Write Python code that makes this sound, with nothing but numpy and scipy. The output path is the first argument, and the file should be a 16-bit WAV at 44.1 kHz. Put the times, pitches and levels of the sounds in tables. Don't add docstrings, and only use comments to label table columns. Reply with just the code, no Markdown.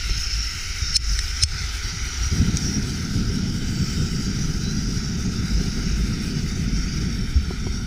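import sys
import numpy as np
from scipy import signal
from scipy.fft import rfft, irfft, next_fast_len
from scipy.io import wavfile
from scipy.ndimage import uniform_filter1d, minimum_filter1d, map_coordinates

SR = 44100
rng = np.random.default_rng(int(sys.argv[2]) if len(sys.argv) > 2 else 0)


def log_audio(samples):
    frames = np.atleast_2d(samples).T
    limited = np.clip(frames, -1, 1)
    pcm = np.round(limited * 32767).astype(np.int16)
    wavfile.write(sys.argv[1], SR, pcm)


N = 346626
TIME = np.arange(N) / SR

# (time [s], rush [dB], jet [dB], fizz [dB])
GAS_LEVELS = [(0.0, -38.5, -33, -52.5), (0.4, -37, -31.5, -50.5), (0.62, -37.5, -34, -52),
              (0.92, -36.5, -31, -52.5), (1.15, -39.5, -31, -50.5), (1.4, -38, -33.5, -53.5),
              (1.84, -37.5, -36, -52.5), (2.3, -38.5, -32, -52.5), (2.48, -39.5, -38, -54),
              (2.62, -41, -34.5, -52), (2.9, -41, -37, -54), (3.46, -44, -39, -55), (4.07, -42, -35.5, -55),
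              (4.31, -43, -36, -53.5), (4.77, -44, -37, -56.5), (5.23, -44, -38, -56),
              (5.82, -40.5, -38, -55.5), (6.22, -41.5, -39.5, -53.5), (6.55, -41.5, -40, -56.5),
              (6.89, -41.5, -38.5, -56), (7.49, -44, -43.5, -59), (7.86, -46, -42, -59)]
# (time [s], level [dB])
HUM_LEVELS = [(0, -51), (.6, -52), (1.2, -51), (1.7, -47.5), (2.3, -45.5), (3.2, -49), (5.6, -48.5),
              (7.0, -53.5), (7.86, -50)]
# (frequency [Hz], relative density [dB])
TUBE_SPECTRUM = [(1120, -17.5), (1300, 1.5), (1440, 4), (1600, 0.5), (1750, -8), (2100, -42)]
HUM_SPECTRUM = [(220, -1.5), (330, -8.5), (390, -4), (490, -14.5), (545, -25), (600, -25), (650, -20),
                (720, -12.5), (950, -14), (1120, -25)]
RUSH_SPECTRUM = [(1550, -27), (1800, -0.5), (2000, 4), (2400, 1.5), (2750, -2), (3050, 0.5), (3350, -4),
                 (3650, 1), (4300, -2), (5200, -14)]
JET_SPECTRUM = [(3600, -60), (4300, -12), (4600, 0.5), (5400, 1.5), (5950, 1), (6250, -3.5), (6600, -4.5),
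                (7200, -15), (8500, -54)]
FIZZ_SPECTRUM = [(6000, -23), (7200, 4.5), (7900, 6.5), (9300, 1), (10050, 6), (10700, -5), (12500, -2.5),
                 (13400, -10), (14400, -3), (15250, -1.5)]
SIDE_FIZZ_SPECTRUM = [(9500, -30), (11000, -10), (12500, 7), (13500, 2), (15200, 8)]
VALVE_SPECTRUM = [(6500, -27), (6950, -1), (7550, -2), (8000, -2), (8900, -24), (13500, -30), (14300, -13),
                  (15200, -14)]
# (time [s], centre [Hz], strength [0-1])
JET_RING = [(0, 5330, 0.7), (.45, 5320, 0.6), (.65, 5480, 0.1), (.95, 5440, 0.8), (1.3, 5320, 0.8),
            (1.6, 5240, 0.5), (1.85, 5650, 0.3), (2.15, 5800, 1), (2.7, 5680, 0.5), (3.0, 5530, 0.1),
            (4.2, 5480, 0.5), (4.7, 5900, 0.13), (5.3, 5600, 0.4), (5.9, 5400, 0.2), (6.8, 5470, 0.1),
            (7.3, 5420, 0.6), (7.86, 5650, 0.5)]
# (time [s], first delay [ms], second delay [ms], strength [0-1])
TABLE_ECHOES = [(0, 0.97, 1.27, 0.09), (1.3, 0.76, 1.15, 0), (2.1, 0.94, 0.98, 0.09),
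                (3.5, 0.94, 1.24, 0.04), (4.5, 0.685, 1.07, 0), (6.2, 0.91, 1.09, 0.07),
                (7.86, 0.89, 1.38, 0.17)]
# (middle [s], length [s], centre [Hz], half-width [Hz], depth [0-1])
HISS_NOTCHES = [(.6, 2.4, 4740, 110, 0.63), (.7, 1.3, 3440, 200, 0.53), (2.1, 0.86, 5140, 200, 0.15),
                (3.7, 1.6, 6200, 170, .35), (5.4, 3.2, 4400, 130, 0.27), (6.2, 2.5, 3270, 150, 0.35),
                (6.95, 1.16, 4140, 170, 0.6)]
# (middle [s], length [s], level [dB], centre [Hz], width [Hz])
NOZZLE_SWELLS = [(.2, 2.2, -43, 2790, 450), (0.415, 0.13, -29, 5490, 231.5), (2.655, 0.14, -31, 5650, 710),
                 (2.75, 0.066, -30, 5650, 220), (3.374, 0.28, -37.5, 5480, 300),
                 (3.797, 1.3, -47.5, 3040, 190), (4.69, 0.18, -43, 3985, 35), (6.788, 0.16, -36, 5560, 500),
                 (7.77, .14, -42.5, 5700, 400)]

# (frequency [Hz], relative density [dB])
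GRIP_SPECTRUM = [(8, -13), (20, 4.5), (35, 2.5), (52, 2), (75, 2), (100, -9.5), (150, -33), (300, -42)]
# (middle [s], length [s], level [dB], pitch [Hz])
GRIP_SHIFTS = [(0.338, 0.37, -23, 52.2), (0.994, 0.15, -18, 58), (1.102, 0.24, -21, 50),
               (1.355, 0.31, -26.5, 72.7), (2.232, 0.19, -21, 56.5), (4.87, 0.2, -24, 48.5),
               (5.566, 0.14, -17.5, 48.94), (6.013, 0.28, -18.5, 47.1), (6.745, 0.29, -20, 48)]
# (frequency [Hz], relative density [dB])
BREEZE_SPECTRUM = [(50, -9), (85, 0.5), (120, -2), (170, -6), (240, -21), (400, -25.5)]
# (time [s], level [dB])
BREEZE_PUFFS = [(.1, -36), (.18, -36), (.39, -36), (.56, -37.5), (.84, -38), (.9, -35), (1.0, -28.5),
                (1.11, -35), (1.55, -32), (1.62, -35.5), (1.86, -31), (1.95, -31), (2.06, -32), (2.23, -37)]
# (time [s], level [dB])
CASE_KNOCKS = [(0.093, -34), (7.506, -21.5), (7.666, -22), (7.799, -33)]
# (frequency [Hz], level [dB], t60 [s])
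CASE_MODES = [(169, -4, .05), (369, 2.5, 0.048), (730, -2, 0.022), (960, -9, 0.03)]
# (time [s], level [dB], pitch [Hz], t60 [s], rise [s])
DULL_THUMPS = [(0.099, 0, 47.7, 0.082, 0.011), (0.817, -8.5, 55, 0.098, 0.0059),
               (1.434, 3, 74, 0.082, 0.004), (2.263, -3, 60, 0.067, 0.0066),
               (2.311, -4.5, 76.6, 0.1, 0.0085), (2.315, -14.5, 200, 0.037, 0.0038),
               (2.395, 8, 66.4, 0.049, 0.0089), (7.347, 2.5, 68, 0.16, 0.019),
               (7.666, -8.5, 81, .06, 0.0047), (7.701, -13, 61, 0.098, 0.0064)]

# (snap time [s], snap level [dB], housing level [dB], slide peak [s], slide level [dB], rise [dB/s])
TRIGGER_PRESSES = [(0.966, 5, -15, 0.962, -11.5, 900), (1.4352, 6, -5.5, 1.4295, -13, 1300)]
# (pitch [Hz], waver [Hz], level [dB])
SQUEAK_TONES = [(4260, 200, -6), (5230, 90, 0.5), (6100, 198, -13), (7500, 230, -21), (8930, 160, -14)]
# (frequency [Hz], relative density [dB])
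CRACK_SPECTRUM = [(1300, -14), (2000, -4.5), (3000, -4), (4000, -2), (5500, 2), (7000, 3.5), (9000, -1.5),
                  (10200, -9.5), (12000, -21), (15000, -25)]
# (frequency [Hz], level [dB], t60 [s])
LIGHTER_NOZZLE_MODES = [(4360, -17, 0.041), (5250, -2.5, 0.028), (6040, -10, 0.026), (7040, -17, 0.02),
                        (7900, -20, .02), (8860, -14.5, 0.025)]
HOUSING_MODES = [(400, -23, .018), (1950, -10, 0.009), (2690, -1, 0.0088), (3330, -4, 0.012)]
# (time [s], level [dB])
TRIGGER_RELEASES = [(1.1906, -11.5), (2.571, -12.5)]
# (frequency [Hz], relative density [dB])
TICK_SPECTRUM = [(1300, -10), (1800, 0), (2800, -15), (4000, -6), (4700, -16), (5600, 8), (7000, -12),
                 (8100, -5), (9500, -21), (14000, -34)]
# (frequency [Hz], relative density [dB])
FLAME_SPECTRUM = [(25, -14), (60, -6.5), (110, -2), (190, -0.5), (240, -5.5), (300, -13.5), (350, -17.5),
                  (400, -16.5), (450, -26), (505, -25), (550, -49), (600, -37.5), (680, -33), (900, -43),
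                  (1200, -65)]

LEAD = 64


def amp(db):
    return 10 ** (np.asarray(db) / 20)


def unit(x):
    return x / np.sqrt(np.mean(x ** 2) + 1e-20)


def along(points, hz):
    f, db = np.transpose(points)
    edges = np.r_[f[0] / 2, f, f[-1] * 2]
    return np.interp(np.log(hz + 1), np.log(edges), np.r_[-120, db, -120])


def curves(rows, at=TIME):
    times, *columns = np.transpose(rows)
    return [np.interp(at, times, column) for column in columns]


def wobble(rate):
    return map_coordinates(rng.standard_normal(int(N * rate / SR) + 4), [TIME * rate])


def swell(middle_s, length_s):
    return np.cos(np.pi * np.clip((TIME - middle_s) / length_s, -.5, .5))


def filtered(x, response):
    size = next_fast_len(len(x) + 8192)
    return irfft(rfft(x, size) * response(np.fft.rfftfreq(size, 1 / SR)), size)[:len(x)]


def noise(spectrum):
    return unit(filtered(rng.standard_normal(N), lambda hz: amp(along(spectrum, hz))))


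def add(track, s, sound):
    part = track[round(s * SR):][:len(sound)]
    part += sound[:len(part)]


def wavering(hz, waver_hz, rate):
    return np.sin(2 * np.pi * np.cumsum(hz + waver_hz * wobble(rate)) / SR)


def ringing(modes, t):
    return sum(amp(db - 60 * t / t60) * np.sin(2 * np.pi * hz * t) for hz, db, t60 in modes)


def burst(spectrum, t60):
    t = np.arange(SR // 20) / SR
    decay = amp(-60 * t / t60)
    white = np.pad(rng.standard_normal(len(t)) * decay, (LEAD, 0))
    crack = filtered(white, lambda hz: amp(along(spectrum, hz)))
    return crack * np.linalg.norm(decay) / np.linalg.norm(crack)


def gas():
    rush_db, jet_db, fizz_db = curves(GAS_LEVELS)
    hum_db, = curves(HUM_LEVELS)
    sputter = wobble(30)
    drive_db = rush_db + hum_db
    tube_db = -43.5 + 0.45 * (drive_db - drive_db.mean())
    tube = amp(tube_db + .5 * sputter) * noise(TUBE_SPECTRUM)
    hum = amp(hum_db + .5 * sputter) * noise(HUM_SPECTRUM)
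    rush = amp(rush_db + 0.2 + .5 * sputter + 0.19 * wobble(14)) * noise(RUSH_SPECTRUM)
    hiss_gain = amp(jet_db + 0.32 + 0.52 * sputter + 1.42 * wobble(110) + 0.43 * wobble(8.1))
    hiss = hiss_gain * jet(ring_width_hz=150, ring_gain=2.5)
    fizz_gain = amp(fizz_db + 3 + sputter + 1.3 * wobble(22))
    fizz = fizz_gain * noise(FIZZ_SPECTRUM)
    direct = turbulence(tube + hum + rush + hiss + fizz, depth_db=2.0)
    mid = reflection_notches(table_echoes(direct))
    side = amp(-11.5) * fizz_gain * noise(SIDE_FIZZ_SPECTRUM)
    return mid + np.outer([1, -1], side)


def jet(ring_width_hz, ring_gain):
    hz, t, bands = signal.stft(noise(JET_SPECTRUM), SR, nperseg=512)
    centre, strength = curves(JET_RING, t)
    lift = 1 + ring_gain * strength / (1 + (2 * (hz[:, None] - centre) / ring_width_hz) ** 2)
    power = amp(along(JET_SPECTRUM, hz))[:, None] ** 2
    lift /= np.sqrt((power * lift ** 2).sum(0) / power.sum())
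    return unit(signal.istft(bands * lift, nperseg=512)[1][:N])


def turbulence(x, depth_db, blur_bins=10, blur_frames=14):
    bands = signal.stft(x, nperseg=1024)[2]
    blur = np.outer(np.hanning(blur_bins), np.hanning(blur_frames))
    white = rng.standard_normal(np.add(bands.shape, blur.shape) - 1)
    ripple = unit(signal.fftconvolve(white, blur, "valid"))
    reach = np.minimum(np.linspace(0, 1, len(bands))[:, None] / .13, 1)
    return signal.istft(bands * amp(depth_db * reach * ripple), nperseg=1024)[1][:N]


def table_echoes(x):
    *delays_ms, strength = curves(TABLE_ECHOES)
    echoes = sum(map_coordinates(x, [np.arange(N) - ms * SR / 1000]) for ms in delays_ms)
    return x + strength * echoes


def reflection_notches(x):
    for s, length_s, hz, half_width_hz, depth in HISS_NOTCHES:
        band = filtered(x, lambda f: 1 / (1 + ((f - hz) / half_width_hz) ** 4))
        x = x - depth * np.minimum(2 * swell(s, length_s), 1) * band
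    return x


def nozzle_swells():
    out = np.zeros(N)
    for s, length_s, db, hz, width_hz in NOZZLE_SWELLS:
        band = filtered(rng.standard_normal(N), lambda f: 1 / (1 + ((f - hz) / width_hz) ** 2) ** 2)
        out += amp(db) * swell(s, length_s) * unit(band)
    return out


def grip(rumble_db, drone_db, drone_hz):
    out = amp(rumble_db + 0.64 * wobble(7.4)) * noise(GRIP_SPECTRUM)
    out += amp(drone_db + 2.9 * wobble(3.2)) * wavering(drone_hz, waver_hz=2.03, rate=12)
    for s, length_s, db, hz in GRIP_SHIFTS:
        out += amp(db) * swell(s, length_s) * wavering(hz, waver_hz=2.03, rate=12)
    return out


def breeze(level_db, puff_s):
    puffs = sum(amp(db) * swell(s, puff_s) for s, db in BREEZE_PUFFS)
    return (amp(level_db + 3.7 * wobble(13)) + puffs) * noise(BREEZE_SPECTRUM)


def knocks_and_thumps(knock_rise_s):
    out, t = np.zeros(N), np.arange(SR // 4) / SR
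    knock = (1 - np.exp(-t / knock_rise_s)) * ringing(CASE_MODES, t)
    for s, db in CASE_KNOCKS:
        add(out, s, amp(db) * knock)
    for s, db, hz, t60, rise_s in DULL_THUMPS:
        onset = 1 - np.exp(-(t / rise_s) ** 2)
        add(out, s, onset * ringing([(hz, db, t60)], t))
    return out


def trigger_squeak(rough_db, waver_rate):
    return unit(sum(amp(db + rough_db * wobble(waver_rate)) * wavering(hz, waver_hz, waver_rate)
                    for hz, waver_hz, db in SQUEAK_TONES))


def lighter(low_cut_hz, ring_rise_s, slide_fall_db_per_s):
    bright, housing, t = np.zeros(N), np.zeros(N), np.arange(SR // 20) / SR
    squeak = trigger_squeak(rough_db=3.5, waver_rate=700)
    onset = 1 - np.exp(-t / ring_rise_s)
    nozzle = np.pad(onset * ringing(LIGHTER_NOZZLE_MODES, t), (LEAD, 0))
    for s, snap_db, housing_db, peak_s, slide_db, rise_db_per_s in TRIGGER_PRESSES:
        swell_db = np.minimum(rise_db_per_s * (TIME - peak_s), slide_fall_db_per_s * (peak_s - TIME))
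        bright += amp(slide_db + swell_db) * squeak
        crack = amp(-4) * burst(CRACK_SPECTRUM, t60=0.012)
        add(bright, s - LEAD / SR, amp(snap_db) * (crack + nozzle))
        add(housing, s, amp(housing_db) * onset * ringing(HOUSING_MODES, t))
    for s, db in TRIGGER_RELEASES:
        tick = burst(TICK_SPECTRUM, t60=.011)
        add(bright, s - LEAD / SR, amp(db) * (tick + amp(-13) * nozzle))
    low_cut = signal.butter(2, low_cut_hz, "high", fs=SR, output="sos")
    return housing + signal.sosfilt(low_cut, bright)


def spring(ring_hz, ring_db, t60):
    out, t = np.zeros(N), np.arange(SR // 2) / SR
    last_snap_s = TRIGGER_PRESSES[-1][0]
    add(out, last_snap_s, ringing([(ring_hz, ring_db, t60)], t))
    return out


def flame(light_s, catch_s, level_db, draw_back_s):
    age = np.maximum(TIME - light_s, 0)
    catch = np.minimum(age / catch_s, 1)
    flare_db = 3.5 * np.exp(-age / 0.06)
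    calming_db = 0.32 * age
    distance_db = 4 * np.maximum(TIME - draw_back_s, 0)
    puffs = amp(2.0 * wobble(42) + 0.77 * wobble(9))
    flutter = unit(puffs * noise(FLAME_SPECTRUM))
    return catch * amp(level_db + flare_db - calming_db - distance_db) * flutter


def valve(middle_s, length_s, level_db):
    return amp(level_db) * swell(middle_s, length_s) * noise(VALVE_SPECTRUM)


def scene():
    return (gas()
            + nozzle_swells()
            + grip(rumble_db=-29.5, drone_db=-34, drone_hz=49.9)
            + breeze(level_db=-44, puff_s=0.074)
            + knocks_and_thumps(knock_rise_s=0.0016)
            + lighter(low_cut_hz=1600, ring_rise_s=0.00067, slide_fall_db_per_s=1700)
            + spring(ring_hz=8330, ring_db=-43, t60=.5)
            + flame(light_s=2.311, catch_s=0.009, level_db=-24.5, draw_back_s=6.8)
            + valve(middle_s=3.91, length_s=0.93, level_db=-47.5))


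def limiter(x, ceiling, half_attack_s, hold_s, release_s):
    excess = np.log(np.maximum(np.abs(x).max(0) / ceiling, 1)) + 1e-12
    fall = TIME / release_s
    reduction = np.exp(np.maximum.accumulate(np.log(excess) + fall) - fall)
    half_hold = round(hold_s * SR / 2)
    held = minimum_filter1d(np.exp(-reduction), 2 * half_hold + 1, origin=half_hold)
    span = round(half_attack_s * SR)
    ahead = minimum_filter1d(held, 2 * span)
    return x * uniform_filter1d(uniform_filter1d(ahead, span), span)


def record(dry):
    limited = limiter(dry, ceiling=0.9, half_attack_s=.0012, hold_s=0.024, release_s=0.03)
    return np.array([filtered(channel, lambda hz: hz < 15330) for channel in limited])


dry = scene()
out = record(dry)
log_audio(out)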